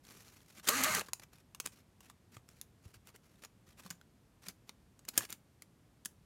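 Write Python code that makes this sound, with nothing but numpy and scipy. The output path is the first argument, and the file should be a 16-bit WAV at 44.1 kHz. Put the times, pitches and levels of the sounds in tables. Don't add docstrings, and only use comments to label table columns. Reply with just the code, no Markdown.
import sys
import numpy as np
from scipy import signal
from scipy.fft import rfft, irfft
from scipy.io import wavfile
from scipy.ndimage import uniform_filter1d

SR = 44100
rng = np.random.default_rng(int(sys.argv[2]) if len(sys.argv) > 2 else 0)


def file_out(sig):
    cols = np.atleast_2d(sig).T
    lim = np.clip(cols, -1, 1)
    pcm = np.round(lim * 32767).astype(np.int16)
    wavfile.write(sys.argv[1], SR, pcm)


N = 275625

# start_s, end_s, level_db
RUB_STROKES = [(0.046, 0.292, -64), (0.295, 0.567, -70.5), (0.565, 0.601, -58.5), (0.634, 0.692, -54.5),
               (1.028, 1.095, -64.5), (1.221, 1.241, -58), (1.323, 1.409, -69), (1.644, 1.671, -55.5),
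               (1.719, 1.813, -70.5), (2.009, 2.113, -71.5), (2.319, 2.394, -68), (2.479, 2.636, -74.5),
               (2.828, 2.915, -72), (2.939, 2.967, -63), (3.054, 3.107, -67.5), (3.143, 3.158, -62),
               (3.23, 3.416, -77), (3.425, 3.455, -57.5), (3.667, 3.734, -71), (3.776, 3.804, -61),
               (3.811, 3.952, -67.5), (4.425, 4.461, -64.5), (4.459, 4.51, -59), (4.678, 4.703, -65.5),
               (5.08, 5.098, -54), (5.137, 5.18, -57), (5.174, 5.25, -52.5), (5.29, 5.348, -57)]
# pitch_hz, width_hz, level_db
WEAVE_RESONANCES = [(250, 90, -11.5), (430, 250, -9.5), (613, 71, -5.5), (816, 130, -9), (1226, 320, 0.5),
                    (1620, 260, -1.5), (2040, 390, 1), (2520, 360, -6)]
PULL_START_S, PULL_HARDEST_S, PULL_END_S = .664, .84, 1.025


def amp(db):
    return 10 ** (np.asarray(db) / 20)


def unit(x):
    return x / np.sqrt(np.mean(x ** 2) + 1e-20)


def read(points, hz):
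    pitch_hz, value = np.transpose(points)
    return np.interp(np.log(hz + 1), np.log(pitch_hz + 1), value)


def add(mix, start_s, sound):
    part = mix[round(start_s * SR):][:len(sound)]
    part += sound[:len(part)]


def wander(length, size):
    return unit(uniform_filter1d(uniform_filter1d(rng.standard_normal(length), size), size))


def ripple(hz):
    grid = np.linspace(0, SR / 2, 512)
    return np.interp(hz, grid, wander(len(grid), size=6) / np.sqrt(1 + (grid / 9000) ** 2))


def colour(x, spectrum, ripple_db=0):
    hz = np.fft.rfftfreq(len(x), 1 / SR)
    return unit(irfft(rfft(x) * amp(read(spectrum, hz) + ripple_db * ripple(hz)), len(x)))


def sharpest_click(gain_db):
    cepstrum = irfft(np.log(amp(gain_db)))
    half = len(cepstrum) // 2
    cepstrum[1:half] *= 2
    cepstrum[half + 1:] = 0
    return irfft(np.exp(rfft(cepstrum)))


def resonate(x, hz, width_hz):
    return signal.lfilter(*signal.iirpeak(hz, hz / width_hz, fs=SR), x)


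def room_tone(level_db=-66.5):
    # pitch_hz, level_db
    spectrum = [(15, -64), (27, -33.5), (40, -7.5), (55, -6), (110, -3.5), (200, -7.5), (500, -19.5),
                (800, -23), (1650, -28), (4000, -33), (9300, -36), (13500, -38.5), (16000, -53)]
    return amp(level_db) * colour(rng.standard_normal(N), spectrum)


def friction(slips_per_s, spread_db, hiss, flutter_s=.00068):
    size = amp(spread_db * np.minimum(rng.exponential(1, N), 4))
    slips = size * rng.choice([-1, 1], N) * (rng.random(N) < slips_per_s / SR)
    t = np.arange(256) / SR
    flutters = rng.standard_normal((8, len(t))) * np.exp(-t / flutter_s)
    choice = rng.integers(0, len(flutters), N)
    grains = sum(signal.oaconvolve(slips * (choice == k), f)[:N] for k, f in enumerate(flutters))
    return unit(grains) + hiss * rng.standard_normal(N)


def rubs(uneven_db=3.5, ripple_db=3.5):
    # pitch_hz, level_db
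    body_spectrum = [(60, -25.5), (200, 5), (700, -2), (1200, -1.5), (2300, -2), (3300, -11.5),
                     (6000, -29.5), (16000, -52)]
    # pitch_hz, level_db
    hiss_spectrum = [(100, -41.5), (1500, -24.5), (3200, -8.5), (4500, 0), (6800, 0.5), (9000, -3),
                     (13000, -2.5), (16000, -14)]
    grains = friction(slips_per_s=2200, spread_db=2, hiss=.73) * amp(uneven_db * wander(N, size=300))
    out, t = np.zeros(N), np.arange(SR // 2) / SR
    for start_s, end_s, level_db in RUB_STROKES:
        length_s = end_s - start_s
        fade_s = .012 + .096 * length_s
        touch_s = max(start_s - fade_s / 2, 0)
        part = grains[round(touch_s * SR):][:len(t)]
        swell = np.clip(np.minimum(t, length_s + fade_s - t) / fade_s, 0, 1)
        hiss_db = -1 + np.log2(length_s / .046)
        peaks_db = ripple_db / (1 + (fade_s / .018) ** 2)
        body = colour(part, body_spectrum, peaks_db)
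        hiss = amp(hiss_db) * colour(part, hiss_spectrum, peaks_db)
        add(out, touch_s, amp(level_db) * swell * (body + hiss))
    return out


def snap(level_db, rattle_share, pitch_hz, tilt_db_per_octave, rattle_s=.0024, ring_s=.007):
    # pitch_hz, level_db
    strap_spectrum = [(20, -44), (100, -16), (250, -3.5), (420, -3.5), (720, -7.5), (1200, 1.5), (2000, -3),
                      (8000, -1.5), (13500, 0.5), (16500, -8)]
    t, hz = np.arange(2048) / SR, np.fft.rfftfreq(2048, 1 / SR)
    rattle = rng.standard_normal(len(t)) * (np.exp(-t / rattle_s) + .29 * np.exp(-t / ring_s))
    rattle_share = np.clip(rattle_share, .08, .95)
    blow = np.sqrt(rattle_share) * rattle / np.linalg.norm(rattle)
    blow[0] = np.sqrt(1 - rattle_share)
    resonance_db = 7 / (1 + ((hz / pitch_hz - 1) / .09) ** 2) + 4 * ripple(hz)
    octaves = np.log2(np.clip(hz, 500, 12500) / 7370)
    brightness_db = tilt_db_per_octave * octaves - 9 * np.maximum(octaves, 0)
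    click = sharpest_click(read(strap_spectrum, hz) + brightness_db + resonance_db)
    sound = signal.fftconvolve(blow, click)[:len(t)]
    sound = signal.lfilter([-.6, 1], [1, -.6], sound)
    return amp(level_db) * sound / np.linalg.norm(sound) * np.sqrt(.005 * SR)


def catches(per_s=30, boost_db=3.5, spread_db=2.5):
    out = np.zeros(N)
    for (start_s, end_s, rub_db), chances in zip(RUB_STROKES, rng.random((len(RUB_STROKES), 40, 3))):
        length_s = end_s - start_s
        for when, size, place in chances[:round(per_s * length_s)]:
            level_db = rub_db + boost_db + spread_db * (2 * size - 1)
            tick = snap(level_db, rattle_share=.82, pitch_hz=1100 * 6 ** place, tilt_db_per_octave=-.5)
            add(out, start_s + when * length_s, tick)
    return out


def pull_stroke(rise_s=.02, fall_s=.053):
    # time_s, rate_hz
    rib_rates = [(.66, 161.4), (.715, 220.6), (.78, 277.3), (.82, 250), (.87, 311.2), (.93, 307.7),
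                 (.965, 260), (.99, 190.3), (1.03, 127.9)]
    t = np.arange(N) / SR
    held = np.clip(np.minimum((t - PULL_START_S) / rise_s, (PULL_END_S - t) / fall_s), 0, 1)
    return held, np.interp(t, *np.transpose(rib_rates))


def pull(rasp_db=-34.4, hiss_db=-37.9, shudder_db=-51.4, jitter=.035, chatter_db=.95):
    # pitch_hz, level_db
    hiss_spectrum = [(40, -32), (200, -11.5), (700, -7), (1200, -1), (2800, 0), (3400, -5.5), (4300, 3.5),
                     (5200, -4.5), (6600, 3.5), (8500, -3.5), (12000, -3), (16000, -14)]
    # pitch_hz, level_db
    shudder_spectrum = [(20, -30.5), (50, 0.5), (110, 1), (190, 5), (400, -17), (1500, -51), (16000, -91)]
    t = np.arange(N) / SR
    held, rib_hz = pull_stroke()
    force_db = np.interp(t, [PULL_START_S, PULL_HARDEST_S, PULL_END_S], [-7.5, 0, -7.5])
    ribs_passed = np.cumsum(rib_hz * (1 + jitter * wander(N, size=120))) / SR
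    puffs = np.exp(-(ribs_passed % 1) / .35)
    grip = (.7 + puffs) * amp(chatter_db * wander(N, size=130))
    rasp = np.zeros(N)
    for hz, width_hz, level_db in WEAVE_RESONANCES:
        contact = amp(level_db + 3 * wander(N, size=900))
        rasp += contact * resonate(grip * rng.standard_normal(N), hz, width_hz)
    scrape = grip * friction(slips_per_s=7200, spread_db=1.5, hiss=.55)
    hiss = colour(scrape, hiss_spectrum, ripple_db=.6)
    tightness = np.interp(t, [PULL_START_S, PULL_END_S], [.2, 1.2])
    shudder = tightness * colour(rng.standard_normal(N), shudder_spectrum)
    return held * (amp(rasp_db + force_db) * unit(rasp) + amp(hiss_db) * hiss + amp(shudder_db) * shudder)


def squeaks(level_db=-39, tilt_db_per_octave=-4.5, lock_share=.3, jitter=.022, waver_db=3.5):
    held, rib_hz = pull_stroke()
    pulling = held > 0
    rib_hz, out = rib_hz[pulling], np.zeros(N)
    ribs_passed = np.cumsum(rib_hz * (1 + jitter * wander(N, size=120)[pulling])) / SR
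    for multiple in range(1, 9):
        strength = 0
        for hz, width_hz, resonance_db in WEAVE_RESONANCES:
            off_pitch = (multiple * rib_hz - hz) / (lock_share * width_hz)
            strength += amp(resonance_db + tilt_db_per_octave * np.log2(hz / 1000)) / (1 + off_pitch ** 4)
        waver = amp(waver_db * wander(N, size=1500)[pulling])
        out[pulling] += strength * waver * np.sin(2 * np.pi * multiple * ribs_passed)
    return amp(level_db) * held * out


def snaps():
    # start_s, level_db, rattle_share, pitch_hz, tilt_db_per_octave
    edge_slips = [(0.6731, -35, .8, 1190, -2), (0.6773, -31, .35, 1120, 2.5),
                  (0.6867, -22, 0.64, 2790, 1.8), (0.6896, -20.5, 0.96, 1040, 2),
                  (0.6959, -38, 0.8, 1020, -1), (0.8371, -24, .6, 1565, 5.5),
                  (0.8446, -27.5, 0.5, 2430, 1.5), (0.9488, -26.5, 1, 1820, 2), (0.985, -37, .4, 4300, 0),
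                  (0.9952, -35, 0.3, 4500, 2), (1.0108, -36.5, 0.74, 2670, -1.8),
                  (1.016, -41, 0.4, 1140, -5), (1.086, -47, .6, 1360, -3), (1.1337, -30, .15, 6580, 2),
                  (1.1973, -49.5, 0.57, 2470, -1), (1.5482, -46, 0.5, 2010, -.5),
                  (1.601, -33, .75, 6170, 0.5), (1.658, -42.5, 0.7, 3350, -0.5),
                  (1.6619, -33.5, 0, 9300, 1), (1.6728, -43, 0.25, 3900, -0.5),
                  (2.0061, -55, 0.87, 1150, -.3), (2.0991, -50.5, 0.79, 1160, -1.5),
                  (2.3685, -48.5, 0.57, 2060, -2), (2.4896, -54, 0.27, 7300, 0.5),
                  (2.614, -41, 0.16, 3800, 4), (3.0723, -53.5, .4, 2720, 1.5),
                  (3.1614, -54, 0.4, 1970, 1.5), (3.4492, -46, 0.63, 1190, 0),
                  (3.8624, -48.5, 0.81, 996, -1.5), (3.9038, -41, 0.7, 6000, 0.3),
                  (3.9078, -39, 0.67, 1860, -0.5), (4.0134, -56, 0.3, 3730, -2),
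                  (4.4854, -38, 0.32, 4620, 4.5), (4.6934, -44, 0.31, 1252, -2.7),
                  (4.9923, -57, .5, 6950, -1), (5.0512, -55.5, 0.76, 6980, 1), (5.0879, -34, 0.34, 4400, 3),
                  (5.1774, -18, 0.88, 7400, 3.5), (5.2076, -39.5, 0.5, 1740, -1.5),
                  (5.253, -45.5, 0.4, 2350, 0.5), (5.3044, -42.5, .35, 6130, 10),
                  (5.3267, -37.5, 0.5, 7000, 3), (5.6215, -47.5, 0.77, 1365, -.5),
                  (6.05, -42.5, .8, 6990, 4), (6.0576, -34, 0.56, 7100, 3)]
    out = np.zeros(N)
    for start_s, *settings in edge_slips:
        add(out, start_s, snap(*settings))
    return out


def bumps(rise_s=.00156):
    # start_s, level_db, pitch_hz, decay_s (time to fall by 60 dB)
    pushes = [(1.673, -55, 160, 0.14), (2.366, -47.5, 121, 0.1), (2.858, -39, 89.5, 0.049),
              (2.962, -52, 95, 0.093), (3.145, -49.5, 430, 0.037), (3.853, -48, 185, 0.15),
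              (3.905, -47, 173, .14), (4.476, -48.5, 182, .12), (5.177, -27, 312, 0.019),
              (5.18, -45.5, 110, .14)]
    out, t = np.zeros(N), np.arange(SR // 4) / SR
    for start_s, level_db, pitch_hz, decay_s in pushes:
        swing = amp(level_db - 60 * t / decay_s) * (1 - np.exp(-t / rise_s))
        add(out, start_s, swing * np.sin(2 * np.pi * pitch_hz * t))
    return out


def room_echo(x, rise_s=.0073):
    # pitch_hz, decay_s
    decay_times = [(200, .2), (1000, 0.23), (4000, 0.15), (9000, 0.19), (16000, .19)]
    hz, t, bands = signal.stft(rng.standard_normal(SR // 2), SR, nperseg=256)
    fade = amp(-60 * t / read(decay_times, hz)[:, None])
    tail = signal.istft(bands * fade, SR, nperseg=256)[1]
    tail *= np.minimum(np.arange(len(tail)) / SR / rise_s, 1)
    return signal.fftconvolve(x, tail / np.linalg.norm(tail))[:N]


def scene():
    background = room_tone()
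    weaving = pull() + squeaks() + amp(-1) * rubs() + amp(-2) * snaps() + bumps() + catches()
    return (background + weaving + amp(-17.5) * room_echo(weaving))[None]


def record(dry, lowest_hz=40, highest_hz=16300):
    thin = signal.sosfilt(signal.butter(4, lowest_hz, "highpass", fs=SR, output="sos"), dry)
    treble_cut = signal.firwin(301, highest_hz, window=("kaiser", 9), fs=SR)
    return signal.oaconvolve(thin, treble_cut[None], "same")


dry = scene()
out = record(dry)
file_out(out)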